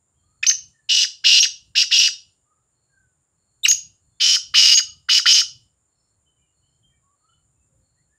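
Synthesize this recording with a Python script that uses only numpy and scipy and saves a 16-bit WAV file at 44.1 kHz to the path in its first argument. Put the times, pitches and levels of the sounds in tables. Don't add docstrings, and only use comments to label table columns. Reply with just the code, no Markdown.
import sys
import numpy as np
from scipy import signal
from scipy.fft import rfft, irfft, next_fast_len
from scipy.io import wavfile
from scipy.ndimage import uniform_filter1d, minimum_filter1d, map_coordinates

SR = 44100
rng = np.random.default_rng(int(sys.argv[2]) if len(sys.argv) > 2 else 0)


def log_audio(samples):
    frames = np.atleast_2d(samples).T
    limited = np.clip(frames, -1, 1)
    pcm = np.round(limited * 32767).astype(np.int16)
    wavfile.write(sys.argv[1], SR, pcm)


N = 360738

# start and end in seconds, pitch in Hz, level in dB.
RASP_WHISTLES = [(1.397, 1.417, 5718, -8), (1.411, 1.429, 6470, -16), (1.986, 1.996, 5820, -6.5),
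                 (4.746, 4.774, 6660, -11.5), (5.331, 5.345, 6450, -12)]


def amp(db):
    return 10 ** (np.asarray(db) / 20)


def unit(x):
    return x / np.sqrt(np.mean(x ** 2) + 1e-20)


def along(points, hz):
    point_hz, values = np.transpose(points)
    return np.interp(np.log(hz + 1), np.log(point_hz), values)


def clock():
    return np.arange(N) / SR


def span(start, end):
    first = int(start * SR)
    at = np.arange(first, min(N, max(int(end * SR), first + 64)))
    return at, (at - first) / SR, np.linspace(0, 1, len(at))


def gate(t, start, end, edge):
    return np.clip(np.minimum(t - start, end - t) / edge + .5, 0, 1)


def wobble(rate, size=N):
    values = rng.standard_normal(int(size * rate / SR) + 4)
    return map_coordinates(values, [np.arange(size) * rate / SR])


def filtered(x, response):
    size = next_fast_len(N + SR // 2)
    return irfft(rfft(x, size) * response(np.fft.rfftfreq(size, 1 / SR)), size)[:N]


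def resonate(x, gains, size=2048):
    cepstrum = irfft(np.log(amp(along(gains, np.fft.rfftfreq(size, 1 / SR)))))
    cepstrum[1:size // 2] *= 2
    cepstrum[size // 2 + 1:] = 0
    return signal.oaconvolve(x, irfft(np.exp(rfft(cepstrum))))[:N]


def slide(x, speed):
    return map_coordinates(x[:2 * len(speed)], [np.cumsum(speed)], order=3, mode="wrap")


def hiss(spectrum):
    return unit(filtered(rng.standard_normal(N), lambda hz: amp(along(spectrum, hz))))


def whistle(hz, overtone_db, waver):
    phase = 2 * np.pi * np.cumsum(hz * (1 + waver * wobble(920, size=len(hz)))) / SR
    tone = sum(amp(k * overtone_db) * np.sin((k + 1) * phase) * ((k + 1) * hz < SR / 2)
               for k in range(4))
    return np.sqrt(2) * tone * signal.windows.tukey(len(hz), min(1, .003 * SR / len(hz)))


def air(hush_db):
    # time in seconds, level in dB.
    low_levels = [(0.0, -74), (0.68, -61.5), (0.73, -75), (1.93, -66), (2.55, -77), (3.67, -69.5),
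                  (3.74, -58.5), (4.35, -79.5), (4.49, -58), (4.78, -77.5), (4.85, -61), (5.38, -73),
                  (5.56, -57.5), (5.81, -77), (6.92, -68), (7.27, -80.5), (7.34, -68), (8.18, -71)]
    # frequency in Hz, relative level in dB.
    rumble_tone = [(18, -40), (30, -20.5), (45, -10), (68, -0.5), (135, -2), (210, -15.5), (330, -22.5),
                   (600, -50)]
    hush_tone = [(100, -20), (300, -2), (500, -4.5), (1300, -7.5), (2200, -16.5), (4000, -20), (6000, -21),
                 (9000, -39.5)]
    rumble_db = np.interp(clock(), *np.transpose(low_levels)) + 2.4 * wobble(15)
    return amp(rumble_db) * hiss(rumble_tone) + amp(hush_db) * hiss(hush_tone)


def insects(crickets_db, buzz_hz, buzz_db, buzz_every_s):
    # frequency in Hz, relative level in dB.
    cricket_tone = [(3650, -59), (6200, -31), (6430, -28), (6780, -7.5), (7190, 0.5), (8060, -20.5),
                    (8680, -8.5), (9480, -15.5), (9810, -17.5), (10200, -41.5), (15000, -37.5)]
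    bouts = gate((clock() - .17) % buzz_every_s, start=.04, end=.29, edge=.08)
    buzz = unit(filtered(rng.standard_normal(N), lambda hz: 1 / (1 + ((hz - buzz_hz) / 80) ** 2)))
    chorus = amp(crickets_db + .8 * wobble(4.2) + wobble(30)) * hiss(cricket_tone)
    return chorus + amp(buzz_db) * bouts * buzz


def twitter(count, centre_hz, octaves, length_s, level_db):
    when, pitch, glide, faintness = rng.random((count, 4)).T
    start = when * (N / SR - 2 * length_s)
    first_hz = centre_hz * np.exp2(octaves * (pitch - .5))
    last_hz = first_hz * (1 + .15 * (glide - .5))
    return list(zip(start, start + length_s, first_hz, last_hz, level_db - 6 * faintness))


def far_birds(waver, flicker_db, edge_db, level_db):
    # start and end in seconds, first and last pitch in Hz,
    # relative level in dB.
    nearer = [ (0.223, .40, 1200, 1295, -74), (0.725, .86, 1860, 1680, -70.5),
              (2.441, 2.62, 1213, 1304, -71), (2.883, 3.101, 1652, 1470, -68.5),
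              (4.52, 4.664, 512, 532, -67.5), (4.834, 4.96, 1317, 1216, -65),
              (5.95, 6.117, 5250, 5450, -81), (6.254, 6.331, 3060, 3000, -70.5),
              (6.351, 6.512, 2990, 2840, -74), (6.382, 6.47, 2400, 2360, -76),
              (6.60, 6.791, 2970, 3127, -76), (6.821, 6.896, 3280, 3090, -66.5),
              (6.891, 7.00, 2380, 2280, -78), (6.888, 6.99, 1920, 1780, -75),
              (7.022, 7.16, 1090, 1133, -71), (7.201, 7.347, 1230, 1365, -66),
              (7.285, 7.375, 3000, 3000, -70), (7.688, 7.84, 538, 513, -76), (7.951, 8.03, 1800, 2100, -77),
              (8.088, 8.18, 1620, 1830, -74), ]
    faintest = twitter(count=14, centre_hz=3600, octaves=1.3, length_s=.13, level_db=-82)
    out = np.zeros(N)
    for start, end, first_hz, last_hz, db in nearer + faintest:
        at, _, progress = span(start, end)
        hz = (first_hz + (last_hz - first_hz) * progress) * (1 + waver * wobble(140, size=len(at)))
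        tone = np.sin(2 * np.pi * np.cumsum(hz) / SR) * signal.windows.tukey(len(at), .2)
        swell_db = db + level_db - edge_db * np.abs(2 * progress - 1)
        out[at] += amp(swell_db + flicker_db * wobble(55, size=len(at))) * tone
    return out + amp(-5) * echo(out, gap_s=.0042)


def echo(x, gap_s):
    # frequency in Hz, seconds it takes to fade by 60 dB.
    fade_times = [(1200, 0.35), (2000, 0.21), (2900, 0.35), (4200, 0.32), (6200, 0.27), (9000, .27),
                  (14000, 0.15)]
    hz, t, noise = signal.stft(rng.standard_normal(SR // 2), SR, nperseg=256)
    fade = amp(-60 * t / along(fade_times, hz)[:, None])
    tail = signal.istft(noise * fade, SR, nperseg=256)[1]
    tail *= np.clip(np.arange(len(tail)) / SR / gap_s - .5, 0, 1)
    return signal.oaconvolve(x, tail / np.linalg.norm(tail))[:N]


def peeps(scoop, swell_db, waver):
    # start and end in seconds, pitch in Hz, level in dB, step per overtone in dB.
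    notes = [(.427, .434, 1796, -22, -2), (3.632, 3.652, 3934, -17, -9.5)]
    out = np.zeros(N)
    for start, end, hz, db, overtone_db in notes:
        at, _, progress = span(start, end)
        left = 1 - progress
        tone = whistle(hz * (1 - scoop * left ** 3), overtone_db, waver)
        out[at] += amp(db - swell_db * left ** 2) * tone
    return out


def yelps(scratch, drop, fade_db, pure_db, harsh_db, scratch_db, waver):
    # start and end in seconds, first pitch in Hz, level in dB.
    notes = [(0.432, 0.448, 2630, -11.5), (0.511, .519, 1944, -20), (3.65, 3.669, 2805, -5)]
    out = np.zeros(N)
    for start, end, hz, db in notes:
        at, age, progress = span(start, end)
        overtone_db = pure_db + (harsh_db - pure_db) * np.minimum(1.6 * progress, 1) ** 2
        tone = whistle(hz * (1 - drop * progress ** 2), overtone_db, waver)
        grit = amp(scratch_db) * np.sin(np.pi * progress ** 2) * scratch[at]
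        out[at] += amp(db - fade_db * progress ** 1.8) * np.minimum(age / .0017, 1) * (tone + grit)
    return out


def squeals(scratch, rise_s, fall_s, climb, choke_at, choke_width, slack_db, scratch_db, waver):
    # start and end in seconds, held pitch in Hz, level in dB,
    # depth of the choke in dB, step per overtone in dB.
    notes = [(0.465, .503, 6252, -7, 13, -33.5), (.511, 0.517, 6550, -13, 1, -30.5),
             (3.6809, 3.718, 6670, -8, 13, -20.5)]
    out = np.zeros(N)
    for start, end, held_hz, db, choke_db, overtone_db in notes:
        at, age, progress = span(start, end)
        slack = np.minimum(np.exp(-age / rise_s) + np.exp(-((age[-1] - age) / fall_s) ** 2), 1)
        hz = held_hz * (1 + climb * (progress - .5)) * (1 - .78 * slack)
        dip_db = choke_db * np.exp(-((progress - choke_at) / choke_width) ** 2)
        grit = amp(scratch_db) * np.sqrt(slack * (1 - slack)) * scratch[at]
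        tone = amp(slack_db * slack) * whistle(hz, overtone_db * (1 - slack / 2), waver)
        out[at] += amp(db - dip_db) * (tone + grit)
    return out


def flutter(voice, throat, start_s, fresh_hz, loss_hz_per_s, jitter, sweep_s, breath_share):
    rate_hz = fresh_hz - loss_hz_per_s * np.clip(clock() - start_s, 0, 2)
    cycles = np.cumsum(rate_hz * np.exp(.06 * wobble(35) + jitter * wobble(260))) / SR
    slaps = np.diff(np.floor(cycles), prepend=0) * amp(1.9 * rng.standard_normal(N))
    breath = rng.standard_normal(N) * np.exp(-1.5 * (cycles % 1))
    source = np.sqrt(1 - breath_share) * unit(slaps) + np.sqrt(breath_share) * unit(breath)

    def chirp(hz):
        boost_db = sum(db * np.exp2(-(2 * (hz - centre) / width) ** 2) for centre, width, db in throat)
        gain = amp(along(voice, hz) + boost_db)
        delay = sweep_s * (1 - np.cumsum(gain ** 2) / np.sum(gain ** 2))
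        return gain * np.exp(-2j * np.pi * np.cumsum(delay) * hz[1])
    return filtered(source, chirp)


def rasps(source, notes, level_db, croak_db, bend, sag, rise, droop_per_s):
    # frequency in Hz, gain in dB.
    bass_cut = [(500, -32), (750, -18), (950, -6), (1250, 1)]
    attack_s, tiring_db_per_s, end_lift_db, end_lift_s = .013, 15, .5, .017
    beak_opening_s, shut_beak_db = .022, 6
    t = clock()
    upper = filtered(source, lambda hz: np.clip((hz - 3900) / 800, 0, 1))
    lower, upper = unit(source - upper), unit(upper)
    usual_hz = np.median([note[4] for note in notes])
    out = np.zeros(N)
    for start, end, note_db, upper_db, throat_hz, soft_db, opening_db, closing_db in notes:
        at = np.arange(int((start - .02) * SR), int((end + .03) * SR))
        now = t[at]
        age, left = np.maximum(now - start, 0), np.maximum(end - now, 0)
        push_db = note_db - soft_db * np.exp(-age / attack_s) - tiring_db_per_s * age
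        push_db += end_lift_db * np.exp(-left / end_lift_s)
        shut = np.exp(-age / beak_opening_s)
        upper_share = np.clip(amp(upper_db - shut_beak_db * shut) ** 2, .05, .95)
        opening = np.clip(1 - (now - start - .004) / .014, 0, 1) * np.clip(amp(opening_db + 26.5), 0, 1)
        closing = np.clip(1 - left / .02, 0, 1)
        slack = np.clip(opening + closing, 0, 1)
        speed = (throat_hz / usual_hz) ** bend
        arch = 1 - rise * shut - droop_per_s * (age - left) / 2
        high = slide(upper[at[0]:], speed * arch) * np.sqrt(upper_share)
        low = slide(lower[at[0]:], speed * (1 + .02 * shut)) * np.sqrt(1 - upper_share)
        voice = high + low * (1 - slack / 2)
        out[at] += amp(push_db + level_db) * voice * gate(now, start + .002, end - .005, edge=.006)
        slowed = slide(lower[at[0]:], 1 - sag * slack)
        croak = resonate(slowed, bass_cut)[:len(at)]
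        strength = np.sqrt(opening) * amp(opening_db) + np.sqrt(closing) * amp(closing_db)
        out[at] += amp(croak_db) * strength * croak * gate(now, start + .00067, end + .0057, edge=.006)
    for start, end, _, _ in RASP_WHISTLES:
        out *= 1 - gate(t, start, end - .002, edge=.0033)
    return out


def rasp_whistles(scoop, rise_s, sag, edge_db, overtone_db, waver):
    out = np.zeros(N)
    for start, end, hz, db in RASP_WHISTLES:
        at, age, progress = span(start, end)
        arch = 1 - scoop * np.exp(-age / rise_s) - sag * progress ** 3
        out[at] += amp(db - edge_db * (2 * progress - 1) ** 2) * whistle(hz * arch, overtone_db, waver)
    return out


def francolin():
    # frequency in Hz, relative level in dB.
    voice_1 = [(300, -50), (700, -55.5), (1050, -55.5), (1450, -19), (2150, -19), (2600, -2.5),
               (5950, -0.5), (6200, -9), (7500, -13), (8500, -28.5), (10600, -29), (11000, -43),
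               (12600, -39), (15300, -29.5)]
    voice_2 = [(300, -52), (600, -56.5), (880, -52), (1150, -25), (1450, -18.5), (2000, -15.5),
               (2500, -3.5), (3650, -6.5), (4400, 3), (5900, -1.5), (7000, -6), (8000, -20.5),
               (10000, -22.5), (11800, -43), (13400, -28)]
    # centre in Hz, width in Hz, boost in dB.
    throat_1 = [(2782, 340, 10.5), (3313, 72, 10), (4127, 170, 7), (4820, 230, 6), (5324, 120, 11.5),
                (5680, 370, 5)]
    throat_2 = [(2995, 290, 13), (3373, 160, 6.9), (5137, 380, 9), (5591, 260, 10), (6540, 170, 2.1)]
    # start and end in seconds, relative level in dB, upper resonance's share in dB,
    # lower resonance in Hz (only to bend notes against each other), softening of the start in dB,
    # relative levels of the opening and closing croaks in dB.
    notes = [ (.890, 1.049, -14, -2.5, 2909, 2, -39, -32), (1.241, 1.457, -10, -3.5, 2807, 7.5, -24.5, -27),
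             (1.752, 1.833, -11.5, -2, 2766, 8, -27, -28),
             (1.91, 2.084, -11.5, -2.5, 2793, 6, -23.5, -29.5),
             (4.201, 4.366, -12.5, -1.5, 3029, 5.5, -33, -33), (4.54, 4.8, -10, -1.5, 2902, 6, -20, -29),
             (5.087, 5.195, -11.5, -1.55, 2938, 8, -24.5, -30.5),
             (5.257, 5.417, -11, -1.5, 2978, 0, -17.5, -30.5), ]
    first = flutter(voice_1, throat_1, start_s=notes[0][0], fresh_hz=274.2, loss_hz_per_s=14,
                    jitter=.06, sweep_s=.005, breath_share=.24)
    second = flutter(voice_2, throat_2, start_s=notes[4][0], fresh_hz=279.1, loss_hz_per_s=22,
                     jitter=.055, sweep_s=.0036, breath_share=.18)
    harsh = rasps(first, notes[:4], level_db=-.6, croak_db=-2.5,
                  bend=.7, sag=.44, rise=.06, droop_per_s=.06)
    harsh += rasps(second, notes[4:], level_db=-.56, croak_db=-1,
                   bend=1.1, sag=.52, rise=.16, droop_per_s=.38)
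    scratch = unit(filtered(second, lambda hz: amp(along([(1200, 11), (3000, 3), (5000, -.5)], hz))))
    tones = peeps(scoop=.13, swell_db=14, waver=.016)
    tones += yelps(scratch, drop=.69, fade_db=29, pure_db=-28.5, harsh_db=-4.5, scratch_db=-1, waver=.02)
    tones += squeals(scratch, rise_s=.0018, fall_s=.004, climb=.04, choke_at=.42, choke_width=.14,
                     slack_db=-15, scratch_db=-3, waver=.014)
    tones += rasp_whistles(scoop=.09, rise_s=.0045, sag=.019, edge_db=9.5, overtone_db=-32.5, waver=.012)
    return harsh + resonate(tones, [(600, -41.5), (950, -15), (1350, -1.5)])


def cage(x, ring_s, low_db, high_db):
    t = np.arange(SR // 30) / SR
    spray = rng.standard_normal(len(t)) * amp(-60 * t / ring_s) * (t > .0006)
    scattered = signal.oaconvolve(x, spray / np.linalg.norm(spray))[:N]
    share = lambda hz: amp(along([(3200, low_db), (8000, high_db)], hz))
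    direct = filtered(x, lambda hz: np.sqrt(1 - share(hz) ** 2))
    return direct + filtered(scattered, share)


def ground_bounce(x, delay_s):
    gains = [(1500, -21.5), (5500, -9), (12000, -16)]
    return filtered(x, lambda hz: amp(along(gains, hz)) * np.exp(-2j * np.pi * hz * delay_s))


def scene():
    bird = cage(francolin(), ring_s=.028, low_db=-13, high_db=-2.5)
    echo_gains = [(1500, -21.5), (3000, -14.5), (4200, -14), (6000, -6.5), (12000, -9)]
    field_echo = filtered(echo(bird, gap_s=.0071), lambda hz: amp(along(echo_gains, hz)))
    background = far_birds(waver=.018, flicker_db=4.5, edge_db=10, level_db=1.5)
    background += insects(crickets_db=-72, buzz_hz=4320, buzz_db=-81, buzz_every_s=.634)
    background += air(hush_db=-80)
    return bird + ground_bounce(bird, delay_s=.018) + field_echo + background


def record(dry):
    ceiling, top_hz = .88, 15650
    needed = np.minimum(1, ceiling / (np.abs(dry) + 1e-9))
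    held = minimum_filter1d(needed, size=161)
    gain = uniform_filter1d(uniform_filter1d(held, size=81), size=81)
    return filtered(dry * gain, lambda hz: 1 / (1 + (hz / top_hz) ** 200))


dry = scene()
out = record(dry)
log_audio(out)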